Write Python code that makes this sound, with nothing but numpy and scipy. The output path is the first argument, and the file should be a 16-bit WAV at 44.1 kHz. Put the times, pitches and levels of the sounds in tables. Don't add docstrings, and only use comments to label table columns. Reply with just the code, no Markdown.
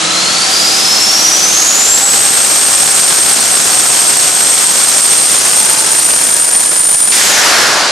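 import sys
import numpy as np
from scipy import signal
from scipy.io import wavfile
from scipy.ndimage import uniform_filter1d

SR = 44100
rng = np.random.default_rng(int(sys.argv[2]) if len(sys.argv) > 2 else 0)


def gain_from_db(level_db):
    decades = np.asarray(level_db, float) / 20
    return 10 ** decades


def digitize_waveform(pressure):
    field = np.atleast_2d(pressure).T
    bounded = np.clip(field, -1, 1)
    quanta = np.round(bounded * 32767).astype(np.int16)
    wavfile.write(sys.argv[1], SR, quanta)


N = 348827

SHUT_S, VENT_OPENS_S = 7.14, 7.117


def rms_one(x):
    return x / np.sqrt(np.mean(np.abs(x) ** 2) + 1e-20)


def since(start_s):
    return np.maximum(np.arange(N) / SR - start_s, 0)


def ramp(x, low, high):
    return np.clip((x - low) / (high - low), 0, 1)


def in_time(rows):
    s, *columns = np.transpose(rows)
    return [np.interp(np.arange(N) / SR, s, column) for column in columns]


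def at_hz(points, hz):
    point_hz, value = np.transpose(points)
    return np.interp(np.log(hz), np.log(point_hz), value)


def drift(rate_hz):
    low_pass = signal.butter(2, rate_hz, fs=SR / 16, output="sos")
    slow = signal.sosfilt(low_pass, rng.standard_normal(N // 16 + 2002))
    settled = rms_one(slow[2000:])
    return np.interp(np.arange(N) / 16, np.arange(N // 16 + 2), settled)


def wavering_tone(hz, width_hz, steady, alike):
    low_pass = signal.butter(3, width_hz, fs=SR / 8, output="sos")
    coarse = signal.sosfilt(low_pass, rng.standard_normal((4, N // 8 + 1002)))[:, 1000:]
    mid = rms_one(coarse[0] + 1j * coarse[1])
    side = rms_one(coarse[2] + 1j * coarse[3])
    alike = np.clip(alike, 0, 1)
    height = steady + np.sqrt(1 + alike) * mid + np.sqrt(1 - alike) * side * [[1], [-1]]
    height = [np.interp(np.arange(N) / 8, np.arange(N // 8 + 2), h) for h in height]
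    return rms_one(np.real(height * np.exp(2j * np.pi * np.cumsum(hz) / SR)))


def hum(hz, level_db, width_hz, steady):
    return gain_from_db(level_db) * wavering_tone(hz, width_hz, steady, alike=1.0)


def banded_noise(colour, likeness, tilt_db, pivot_hz, gust_db, patchy_db):
    edges = 2 ** np.arange(np.log2(colour[0][0]), np.log2(colour[-2][0]), 1 / 3)
    size = len(tilt_db)
    white = rng.standard_normal((2, 2, size))
    flicker = [gain_from_db(patchy_db * drift(15.6)[:size]) for _ in range(4)]
    out = 0
    for k, (low, high) in enumerate(zip(edges, edges[1:])):
        band = signal.butter(2, [low, high], "band", fs=SR, output="sos")
        mid, side = signal.sosfilt(band, white[k % 2])
        hz = np.sqrt(low * high)
        alike = np.clip(at_hz(likeness, hz), -1, 1)
        gain = gain_from_db(at_hz(colour, hz) + tilt_db * np.log2(hz / pivot_hz)) * flicker[k % 4]
        out = out + gain * (np.sqrt(1 + alike) * mid + np.sqrt(1 - alike) * side * [[1], [-1]])
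    return rms_one(out * gain_from_db(gust_db))


def spool_down(shut_hz, coast_hz, sag_hz, dump_s):
    s = since(SHUT_S)
    return coast_hz - sag_hz * s + (shut_hz - coast_hz) * np.exp(-(s / dump_s) ** 2)


# time in seconds, blade tone in Hz.
SPOOL_UP = [(0, 3881), (.25, 4276), (.55, 4770), (1.0, 5330), (1.4, 5980), (1.7, 6760), (1.95, 7570),
            (2.15, 8080), (2.3, 8350), (2.48, 8500), (3.4, 8533), (4.35, 8420), (5.4, 8670), (6.3, 8870),
            (7.12, 9050)]
# time in seconds, firing rate in Hz, strength of the even orders in dB.
ENGINE_PULL = [(0, 180, -36), (.3, 191, -37), (.6, 191.5, -28.5), (1.1, 191.5, -29), (1.5, 187.5, -34),
               (1.85, 198.5, -30.5), (2.45, 195, -33), (3.35, 190.5, -31.5), (4.15, 184, -32),
               (4.6, 188, -37), (5.2, 203, -40), (5.6, 215, -31), (6.1, 228, -37), (6.55, 240, -37),
               (7.1, 250, -54), (7.91, 180, -45)]


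def controls():
    shut = ramp(since(VENT_OPENS_S), 0, 0.045)
    blade_hz = in_time(SPOOL_UP)[0] + spool_down(9070, 6450, 2500, dump_s=.165) - 9070
    choke = ramp(in_time(ENGINE_PULL)[0], 214, 245.1) * (1 - shut)
    return blade_hz, shut, choke


# time in seconds, depth in dB.
GULPS = [
    (2.05, -5),
    (3.05, 0),
    (4.33, -4),
    (4.67, -4),
    (5.02, -4),
    (5.27, -4),
    (6.36, -1),
    (6.971, -2.5),
    (7.07, -2),
    (7.106, 0.5),
]


def airflow_gusts():
    blade_hz, shut, choke = controls()
    speed_depth_db = 0.38 * np.maximum(blade_hz - 4140, 0) / 1000 * (1 - shut)
    depth_db = speed_depth_db + 0.63 * choke + 1.1 * shut
    gusts_db = depth_db * (0.82 * drift(52.5) + 1.23 * drift(170.0))
    gusts_db -= uniform_filter1d(gusts_db, size=9000)
    gulp_s = 0.016
    gusts_db += sum(db * np.exp(-((since(0) - s) / gulp_s) ** 2) for s, db in GULPS)
    return gusts_db


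# blade tone in Hz, level in dB.
TONE_BY_SPEED = [(3850, -33), (4100, -23), (4500, -21), (4850, -16.5), (6000, -13.5), (8400, -13),
                 (8700, -14.5), (9000, -11)]


def turbo(gusts_db):
    hz, shut, _ = controls()
    loaded_db = at_hz(TONE_BY_SPEED, in_time(SPOOL_UP)[0]) + drift(4.2)
    fading_db = -3 * since(SHUT_S)
    tone_db = loaded_db - 10 * ramp(since(SHUT_S), .02, .06) + fading_db
    wake_db = -18 + 0.54 * (loaded_db + 13.5) - 2.5 * shut + fading_db
    stalled = ramp(np.arange(N) / SR - SHUT_S, 0, 0.057)
    clean = wavering_tone(hz, width_hz=75, steady=0.51, alike=0.84)
    ragged = wavering_tone(hz, width_hz=330, steady=0, alike=0.83)
    tone = gain_from_db(tone_db + .5 * gusts_db) * ((1 - stalled) * clean + stalled * (.1 * clean + ragged))
    octave_db = -4.0 - 36.0 * np.abs(hz - 4560) / 1000
    octave = wavering_tone(2 * hz, width_hz=44, steady=.1, alike=1.0)
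    octave = gain_from_db(tone_db + octave_db) * (1 - stalled) * octave
    wake = wavering_tone(.97 * hz, width_hz=1090, steady=0, alike=0.95)
    wake = gain_from_db(wake_db - 2.0 + 0.36 * gusts_db) * wake
    return tone + octave + wake


def second_turbo():
    lag_s, rise_s, ends_s = .09, .07, 7.62
    s, hz = np.transpose(SPOOL_UP)
    hz = np.interp(since(0), s + lag_s, hz) + spool_down(9070, 5350, 2050, dump_s=.2) - 9070
    parted = ramp(since(SHUT_S), 0, rise_s)
    loaded_db = at_hz(TONE_BY_SPEED, hz) - 9
    level_db = (1 - parted) * loaded_db + parted * -23.5 - 110 * since(ends_s)
    return hum(hz, level_db, width_hz=60, steady=.5)


def engine():
    hz, even_db = in_time(ENGINE_PULL)
    seventh_db = np.maximum(-28.5 - 22 * since(.4), -38)
    thrum_db = -34 - 6 * since(0) - 33 * since(1.5)
    eighth_enters = ramp(since(1.5), 0, .4)
    fourth = gain_from_db(even_db) * wavering_tone(4 * hz, width_hz=16.0, steady=1.2, alike=.5)
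    eighth = gain_from_db(even_db - 5.0) * eighth_enters * wavering_tone(8 * hz, width_hz=12.0, steady=.4, alike=.3)
    seventh = gain_from_db(seventh_db) * wavering_tone(7 * hz, width_hz=35.0, steady=.1, alike=.4)
    return fourth + eighth + seventh + hum(hz, thrum_db, width_hz=25.0, steady=0.17)


def cell(x):
    t60_s, first_echo_s = .6, .006
    s = np.arange(SR // 2) / SR
    tail = rng.standard_normal((2, SR // 2)) * gain_from_db(-60 * s / t60_s) * (s > first_echo_s)
    tail = tail / np.sqrt(np.sum(tail ** 2, 1, keepdims=True))
    return signal.fftconvolve(x, tail, axes=1)[:, :N]


def cooling_fan():
    level_db = -36.5 - 14 * ramp(since(1.55), 0, .25)
    return hum(np.full(N, 317.5), level_db, width_hz=3.0, steady=3.5)


# frequency in Hz, level in dB per Hz.
ROAR_COLOUR = [(18, -56), (30, -30.5), (189, -11), (285, -8.5), (647, -4), (746, 0), (810, -5), (974, -4.5),
               (1350, -3.5), (2040, -6.5), (4000, -8.5), (5200, -85), (8800, -120)]
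# frequency in Hz, level in dB per Hz.
INTAKE_COLOUR = [(2000, -17), (3500, -8), (5000, -2), (7200, -0.63), (8500, -2.5), (10000, -6.5),
                 (12000, -11.5), (14000, -14), (16000, -30)]
# frequency in Hz, left-right likeness from 0 to 1.
AIR_LIKENESS = [(60, 1), (110, 1), (200, 0.8), (360, 0.31), (660, 0.09), (1210, 0.1), (2210, 0.38),
                (4030, 0.68), (7350, 0.85), (13400, 1)]


def airflow(gusts_db):
    blade_hz, shut, choke = controls()
    khz = (blade_hz - 8500) / 1000
    coast = since(7.579)
    unloaded = 1 - ramp(since(0), 0, .64)
    roar_db = -29.5 - 4.5 * choke + 0.9 * shut - 51 * coast
    roar_tilt_db = -0.5636 - .3 * choke - 4.0 * coast
    intake_db = -23 - 3.5 * unloaded + 0.78 * khz - 3.5 * choke + 0.2 * shut - 27 * coast
    intake_tilt_db = -.3 + 1.16 * khz + 3 * choke + 3.5 * shut - 25.5 * coast
    roar = banded_noise(ROAR_COLOUR, AIR_LIKENESS, roar_tilt_db, 570, gusts_db, patchy_db=-0.13)
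    intake = banded_noise(INTAKE_COLOUR, AIR_LIKENESS, intake_tilt_db, 9670, 0.71 * gusts_db, patchy_db=0.55)
    return gain_from_db(roar_db + 11.0) * roar + gain_from_db(intake_db + 10.5) * intake


# frequency in Hz, level in dB per Hz.
VENT_COLOUR = [(88, -44), (150, -21), (753, -2.5), (1310, -4.5), (1460, -1.5), (2570, -6), (5360, -7.5),
               (8950, -12.5), (12000, -42), (15600, -51), (22000, -120)]
# frequency in Hz, left-right likeness from 0 to 1.
VENT_LIKENESS = [(60, 0.95), (180, 1), (520, 0.87), (1540, 0.73), (4540, 0.8), (13400, 0.98)]


def vent():
    first_db, full_db, swell_s, hold_s = -20.5, -11, 0.349, 0.15
    s = since(VENT_OPENS_S)
    swell_db = (full_db - first_db) * ramp(s, 0.031, swell_s)
    vent_db = first_db + swell_db - 18 * since(VENT_OPENS_S + swell_s + hold_s)
    tilt_db = 5 - 6.5 * (1 - np.exp(-(s / 0.283) ** 2))
    throat_hz = 1286 + (2297 - 1286) * np.exp(-s / .28)
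    out = hum(throat_hz, vent_db - 7.5, width_hz=360, steady=0)
    opens = int(VENT_OPENS_S * SR)
    rush = banded_noise(VENT_COLOUR, VENT_LIKENESS, tilt_db[opens:], 1500, 0, patchy_db=0.5)
    out[:, opens:] += gain_from_db(vent_db[opens:] + 3.0) * rush
    return out * ramp(s, 0, 0.0031)


def scene():
    gusts_db = airflow_gusts()
    tones = turbo(gusts_db) + second_turbo() + engine()
    return tones + gain_from_db(-14.0) * cell(tones) + cooling_fan() + airflow(gusts_db) + vent()


def band_limit(x):
    return signal.sosfilt(signal.butter(12, 14000, fs=SR, output="sos"), x)


# lost above in Hz, when below in dB re the usual level.
TOP_DROPS = [(11600, -3.5), (12100, -2), (12500, -1.6), (12900, -0.8)]


def record(dry):
    drive_db, ceiling = 3, 0.84
    fine = signal.resample_poly(gain_from_db(drive_db) * dry, 2, 1, axis=1) / ceiling
    squeezed = ceiling * fine / np.cbrt(1 + np.abs(fine) ** 3)
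    left, right = signal.resample_poly(squeezed, 1, 2, axis=1)
    bass_cut = signal.butter(1, 40, "high", fs=SR, output="sos")
    side_band = signal.butter(2, [100, 11800], "band", fs=SR, output="sos")
    top_cut = signal.ellip(12, .3, 60, 13330, fs=SR, output="sos")
    mid = signal.sosfilt(bass_cut, left + right) / 2
    side = signal.sosfiltfilt(side_band, left - right) / 2
    x = signal.sosfilt(top_cut, [mid + side, mid - side])
    level_db = 10 * np.log10(uniform_filter1d(mid ** 2, size=4000))
    for edge_hz, below_db in TOP_DROPS:
        quiet = uniform_filter1d(1.0 * (level_db - np.median(level_db) < below_db), size=600)
        treble = signal.ellip(6, .1, 40, edge_hz, "high", fs=SR, output="sos")
        x = x - quiet * signal.sosfiltfilt(treble, x)
    return band_limit(x)


dry = scene()
out = record(dry)
digitize_waveform(out)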